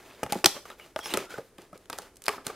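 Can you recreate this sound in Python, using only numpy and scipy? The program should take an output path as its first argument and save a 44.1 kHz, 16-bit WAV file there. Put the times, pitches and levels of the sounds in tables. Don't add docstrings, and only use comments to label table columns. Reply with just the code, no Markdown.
import sys
import numpy as np
from scipy import signal
from scipy.fft import rfft, irfft
from scipy.io import wavfile
from scipy.ndimage import uniform_filter1d

SR = 44100
rng = np.random.default_rng(int(sys.argv[2]) if len(sys.argv) > 2 else 0)


def int16_out(signal):
    q = np.round(np.clip(np.atleast_2d(signal).T, -1, 1) * 32767)
    wavfile.write(sys.argv[1], SR, q.astype(np.int16))


def attenuation_scalar(level_db):
    decades = np.asarray(level_db, float) / 20
    return 10 ** decades


N = 112455


def level(x, db):
    return x * attenuation_scalar(db) / np.sqrt(np.mean(x ** 2))


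def peak(x):
    return x / np.abs(x).max()


def read(table, hz):
    points = np.array(table)
    return np.interp(np.log(hz), np.log(points[:, 0]), points[:, 1])


def band(x, lo_hz, hi_hz):
    return signal.sosfilt(signal.butter(2, [lo_hz, hi_hz], "bandpass", fs=SR, output="sos"), x)


def ring(hz, t60, t):
    return np.sin(2 * np.pi * hz * t) * np.exp(-np.log(1000) * t / t60)


def add(out, s, x):
    i = int(s * SR)
    out[i:i + len(x)] += x[:len(out) - i]


def walk(rate):
    k = int(SR / rate)
    held = np.repeat(rng.standard_normal(N // k + 1), k)
    return 1.125 * uniform_filter1d(held, k)[:N]


# f/Hz, density/dB per Hz
AIR_COLOUR = [(12, -27.5), (20, 10.5), (233, 1.5), (396, 7), (994, -7.5), (1390, -6.5), (3210, -15.5),
              (10900, -18), (15700, -30)]


def air():
    hz = np.maximum(np.fft.rfftfreq(N, 1 / SR), 10)
    mid, side = rfft(rng.standard_normal((2, N))) * attenuation_scalar(read(AIR_COLOUR, hz))
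    side = side * np.clip(hz / 9000 + 8 / hz, .04, 1)
    return level(irfft(np.array([mid + side, mid - side]), N), -60)


# f/Hz, T60/s
ROOM_DECAY = [(150, 0.15), (500, 0.25), (1400, 0.37), (3700, 0.35), (10000, 0.39)]
ROOM_DB, ROOM_GAP_S, ROOM_WIDTH, ROOM_TILT_DB = -15, 0.0045, 0.38, -1.46


def room(x):
    t, tail = np.arange(30000) / SR, 0
    for hz in 90 * 2 ** np.arange(0, 7.6, .5):
        mid, side = band(rng.standard_normal((2, len(t))), hz / 1.19, min(hz * 1.19, 20000))
        width = min(ROOM_WIDTH * (hz / 4000) ** 2.5 + 0.07, 1)
        both = mid + width * side * np.array([[1], [-1]])
        tail = tail + both * attenuation_scalar(-60 * t / read(ROOM_DECAY, hz) + ROOM_TILT_DB * np.log2(hz / 1500))
    tail = tail * np.clip(t / ROOM_GAP_S, 0, 1) ** 2
    tail = attenuation_scalar(ROOM_DB) * tail / np.sqrt(np.mean(np.sum(tail ** 2, axis=1)))
    return signal.fftconvolve(x[None], tail, axes=1)[:, :N]


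# f/Hz, density/dB per Hz
CARD_COLOUR = [(60, -24.5), (200, -6), (400, -0.5), (1300, -9), (2500, -13), (6000, -22), (11000, -28.5),
               (15500, -26.5)]
# t/s, length/s, level/dB, tilt/dB per octave
SCRAPE_STROKES = [(-.1, 0.67, -52, 1), (0.234, 0.048, -62, -9), (0.294, 0.029, -42.5, 1),
                  (0.321, 0.12, -47, 2.5), (0.543, 0.064, -42.5, 0.5), (0.651, 0.051, -52, 2.5),
                  (0.679, 0.096, -50.5, 1), (0.771, 0.18, -53, 1.5), (0.97, 0.069, -50.5, 3.5),
                  (1.027, 0.14, -41, 2.5), (1.095, 0.085, -42, 1), (1.139, 0.025, -33.5, -2.5),
                  (1.156, 0.12, -38.5, 0.5), (1.291, 0.098, -45, 1.5), (1.365, 0.075, -50, 0.5),
                  (1.429, 0.085, -63, 4), (1.577, 0.12, -54, 0.5), (1.74, 0.045, -51, 0),
                  (1.788, 0.091, -65, 2), (1.918, 0.076, -45, 1), (1.982, 0.14, -50, 1.),
                  (2.245, 0.06, -50, 1.5), (2.296, 0.086, -41.5, 1.5), (2.361, 0.092, -52, -2),
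                  (2.444, 0.076, -45.5, 2), (2.474, 0.12, -47, -0.5)]
GRIT_PER_S, GRIT_DB, FLICKER_DB = 150, 5, 1


def scrape():
    t = np.arange(N) / SR
    grit = (rng.random(N) < GRIT_PER_S / SR) * attenuation_scalar(GRIT_DB * rng.exponential(size=N))
    grit = np.sqrt(1 + signal.lfilter([1], [1, -.97], grit))
    swells = [np.sin(np.pi * np.clip((t - s) / length, 0, 1) ** .55) for s, length, _, _ in SCRAPE_STROKES]
    out, power, shared = 0, 0, walk(90)
    for hz in 70 * 2 ** np.arange(0, 7.6, .5):
        x = attenuation_scalar(read(CARD_COLOUR, hz)) * band(rng.standard_normal(N) * grit, hz / 1.19, hz * 1.19)
        power += np.mean(x ** 2)
        force = 0
        for (_, _, db, tilt), swell in zip(SCRAPE_STROKES, swells):
            force = force + attenuation_scalar(db + tilt * np.log2(hz / 1500)) * swell
        out = out + x * force * attenuation_scalar(FLICKER_DB * (walk(29.83) + shared))
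    return out / np.sqrt(power)


# t/s, length/s, first f/Hz, last f/Hz, level/dB
EDGE_SQUEAKS = [(.806, .044, 2900, 2930, -53), (.705, .035, 1400, 1300, -54),
                (1.004, .052, 3300, 3230, -48), (.998, .034, 5600, 5350, -54),
                (1.04, .038, 5500, 5150, -41), (1.047, .032, 11000, 10500, -46),
                (1.082, .022, 5200, 5250, -51), (1.10, .018, 2500, 2500, -45),
                (1.105, .028, 2800, 3000, -44), (1.10, .03, 3950, 4000, -50), (1.10, .034, 8600, 8700, -49),
                (1.26, .04, 1350, 1400, -53), (1.405, .035, 520, 470, -52)]
SQUEAK_WIDTH = .035


def squeaks():
    out = np.zeros(N)
    rough, drift, noise = walk(500), walk(200), rng.standard_normal(N)
    for s, length, hz, end_hz, db in EDGE_SQUEAKS:
        i, n = int(s * SR), int(length * SR)
        pitch = np.linspace(hz, end_hz, n) * (1 + .008 * drift[i:i + n])
        tone = attenuation_scalar(2.5 * rough[i:i + n]) * np.sin(2 * np.pi * np.cumsum(pitch) / SR)
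        smear = band(noise[i:i + n], hz * (1 - SQUEAK_WIDTH), hz * (1 + SQUEAK_WIDTH))
        add(out, s, attenuation_scalar(db) * (tone + level(smear, -4)) * np.hanning(n) ** .3)
    return out


# f/Hz, level/dB
BOX_MODES = [(200, -6), (330, -12), (570, 0), (700, -6.5), (830, 3.5), (1190, 4.5), (1520, 1.5)]
PUSH_S, THUD_DB, RING_CYCLES = 0.0039, -31, 17
RATTLE_DB, RATTLE_S = 4, .003


def strike_box(rows):
    out, t = np.zeros(N), np.arange(8192) / SR
    chance = rng.standard_normal((len(rows), 620))
    u = t[:600] / PUSH_S
    thud = attenuation_scalar(THUD_DB) * ring(65, 0.091, t) * np.minimum(t / .004, 1)
    for (s, db, hz, ms, box_db), c in zip(rows, chance):
        ragged = c[20:]
        push = (0.083 * ragged + (np.arange(600) == 30)) * u ** 0.29 * np.exp(-u)
        panel = ring(hz, ms / 1000, t) + 0.13 * ring(hz * (1.1 + 0.07 * c[19]), ms / 2000, t)
        box = 0
        for k, (f, g) in enumerate(BOX_MODES):
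            t60 = RING_CYCLES / np.sqrt(f * 900)
            box = box + attenuation_scalar(g + 1.3 * c[k]) * ring(f * (1 + 0.045 * c[8 + k]), t60, t)
        rattle = attenuation_scalar(RATTLE_DB * np.interp(t / RATTLE_S, np.arange(600), ragged))
        body = (panel + attenuation_scalar(box_db) * box) * rattle
        x = band(signal.fftconvolve(push, body)[:8192], 100 + hz / 4, 3 * hz)
        add(out, s, attenuation_scalar(db) * (peak(x) + thud))
    return out


# t/s, peak level/dB, f/Hz
WALL_CREAKS = [(.059, -48, 2650), (.108, -43.5, 2540), (.701, -46, 3860), (.715, -41.5, 3500),
               (.797, -36, 2190), (1.092, -33, 3000), (1.19, -30, 2530), (1.298, -40, 1480),
               (1.305, -36, 1450), (1.315, -43, 3220), (1.318, -40, 2320), (1.322, -36, 1390),
               (1.324, -56, 650), (1.340, -33.5, 1500), (1.354, -36, 1400), (1.381, -39, 1670),
               (1.90, -34, 2470), (1.903, -40.5, 3610), (1.929, -39, 2490), (1.73, -43.5, 1250),
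               (1.985, -31.5, 1337), (2.018, -54, 4830), (2.305, -33, 950), (2.325, -37, 1270),
               (2.335, -32.5, 1000), (2.346, -39, 1300), (2.381, -36, 1300), (2.476, -49, 1400),
               (2.5, -44, 1420)]


def creaks():
    ring_ms, box_db = 15, -18.5
    return strike_box([row + (ring_ms, box_db) for row in WALL_CREAKS])


# t/s, peak level/dB, panel f/Hz, ring/ms, share of the whole box/dB
BOX_KNOCKS = [(0.2304, -16, 503, 17, -6.5), (.263, -27, 1010, 26, -2), (.323, -19, 823, 48, -29),
              (.322, -24.5, 225, 30, 1), (.339, -29, 500, 16, -8), (0.354, -23, 230, 125, 1),
              (.355, -33, 492, 50, -19), (0.441, -13.5, 740, 21, -6), (.442, -20, 357, 70, -16),
              (.4582, -13, 1270, 3.1, -20), (0.46, -15.5, 307, 33, -1.5), (.468, -26, 810, 13, -22),
              (.565, -30.5, 584, 140, 1.5), (.654, -35, 1220, 28, 1.5), (0.701, -34.5, 1288, 35, -9),
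              (0.961, -18, 644, 45, -4.5), (.990, -24, 696, 57, -5), (1.057, -28, 850, 40, 5),
              (1.123, -32, 340, 69, -15), (1.139, -22, 585, 24, 12), (1.172, -18.5, 440, 42, -2),
              (1.338, -35, 484, 35, -21), (1.383, -26.5, 485, 43, -10.5), (1.392, -28.5, 475, 55, -17),
              (1.378, -34, 311.5, 23, -10.5), (1.586, -38, 320.6, 58, 0), (1.729, -37, 255, 55, -2),
              (1.755, -39.5, 505, 44, -7), (1.899, -25.5, 1147, 25, 1.5), (1.898, -30, 400, 32, 5.5),
              (1.929, -28, 1170, 18.5, -3), (1.987, -31.5, 740, 35, -14), (1.995, -36, 470, 38, -8.5),
              (2.281, -15, 756, 21, -6), (2.29, -21, 433, 61, -1), (2.380, -32, 687, 31, -8),
              (2.465, -32, 243, 32, -15), (2.467, -27, 1400, 26, -11), (2.498, -27.5, 602, 31, -3)]


def knocks():
    return strike_box(BOX_KNOCKS)


SNAP_MS, RING_DB, TRAY_T60_S = 2.32, -1, .0025
SETTLE_DB, SETTLE_T60_S = -34, 0.13


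def buckle(rows):
    out, t = np.zeros(N), np.arange(8192) / SR
    u = t * 1000 / SNAP_MS
    chance = rng.standard_normal((len(rows), 3, 8192))
    for (s, db, top_db, hz), c in zip(rows, chance):
        ragged = np.repeat(c[1], 12)[:8192]
        burst = c[0] * attenuation_scalar(5.1 * ragged) * np.minimum(u / 0.27, 1) * np.exp(-1.6 * u ** 0.78)
        tones = rfft(burst)
        even = irfft(tones / uniform_filter1d(np.abs(tones), size=70))
        burst = peak(even * np.minimum(u / .2, 1) * np.exp(-(u / 3) ** 2))
        rustle_db = SETTLE_DB - 60 * t / SETTLE_T60_S + 1.5 * np.repeat(c[1], 90)[:8192]
        settle = c[2] * attenuation_scalar(rustle_db) * np.minimum(t / 0.002, 1)
        tray = ring(hz, TRAY_T60_S, t) + .5 * ring(hz * (1.6 + 0.52 * c[1, 0]), TRAY_T60_S, t)
        rung = signal.fftconvolve(burst, tray)[:8192]
        mid = band(burst + settle + attenuation_scalar(RING_DB) * peak(rung), 990, 7900)
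        top = band(burst + settle, 3000, 11500)
        add(out, s, attenuation_scalar(db) * (peak(mid) + attenuation_scalar(top_db + 7) * peak(top)))
    return out


# t/s, peak level/dB, treble share/dB
TRAY_CRINKLES = [(.263, -32.5, -11.5), (0.345, -33.5, -6), (0.654, -39.5, -11), (0.701, -38.5, -7),
                 (1.305, -44.5, -3), (1.342, -44.5, -5.5), (1.382, -44.5, 1), (1.582, -38.5, -11),
                 (1.618, -49, 2.5), (1.730, -53.5, 0.5), (1.776, -54, 3.5), (2.019, -47.5, 2.5),
                 (2.157, -61.5, 9.5), (2.168, -45.5, -0.5), (2.2195, -36.5, -1.5), (2.2385, -48.5, 8.5),
                 (2.479, -37, -2.5), (2.501, -43.5, 0.5)]


def crinkles():
    return buckle([row + (3500,) for row in TRAY_CRINKLES])


# t/s, peak level/dB, treble share/dB, ring f/Hz
TRAY_SNAPS = [(.2318, -24, -3.5, 2640), (.2358, -25, -13, 2947), (.3222, -18.5, -3.5, 5220),
              (.3297, -20.5, -14.5, 2320), (.4428, -4.5, -17.5, 2700), (.4582, 1.5, -9, 4160),
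              (.4586, -1, -9, 6200), (.4434, -6, -20, 5730), (2.2815, -22.5, -17.5, 4380),
              (.4690, -24.5, -9.5, 3500), (.9607, -22, -19.5, 3500), (.9893, -28.5, -15.5, 1798),
              (1.0575, -24, -24.5, 3400), (1.1379, -14, -11, 4200), (1.1415, -23.5, -12, 2340),
              (1.1718, -16.5, -4, 2800), (1.8990, -31, -2.5, 1620), (1.9288, -24.5, -14.5, 5170),
              (1.9791, -37, -2.5, 2000), (1.9856, -36, 6, 1460), (2.2572, -36.5, 5.5, 4950),
              (2.2638, -25.5, -9, 5050), (2.2811, -7, -16.5, 2350), (2.2898, -14.5, -18, 3030),
              (2.4665, -25.5, 0.5, 4800), (.798, -44.5, -12, 2210)]


def snaps():
    return buckle(TRAY_SNAPS)


PORT_LAG_S, SCATTER_DB, SCATTER_S = .000009, -5, .0015


def ports(near):
    turn = np.exp(-1j * np.pi * np.fft.rfftfreq(N, 1 / SR) * PORT_LAG_S)
    direct = irfft(rfft(near) * np.array([turn, 1 / turn]), N)
    glints = rng.standard_normal(400) * np.exp(-np.arange(400) / SR / SCATTER_S)
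    glints = glints / np.sqrt(np.sum(glints ** 2))
    scatter = band(signal.fftconvolve(near, glints)[:N], 7500, 19000) * attenuation_scalar(SCATTER_DB)
    shake = band(near, 25, 120) * np.array([[1.2], [.8]])
    return direct + scatter * np.array([[1], [-1]]) + shake - band(near, 27, 110)


def scene():
    near = scrape() + squeaks() + creaks() + knocks() + crinkles() + snaps()
    return air() + room(near) + ports(near)


def top_cut(x):
    return signal.sosfilt(signal.butter(12, 15880, fs=SR, output="sos"), x)


def record(dry):
    top_hz, clip = 15800, 1.05
    x = signal.sosfilt(signal.ellip(8, .2, 50, top_hz, fs=SR, output="sos"), dry)
    return top_cut(np.clip(x, -clip, clip))


dry = scene()
out = record(dry)
int16_out(out)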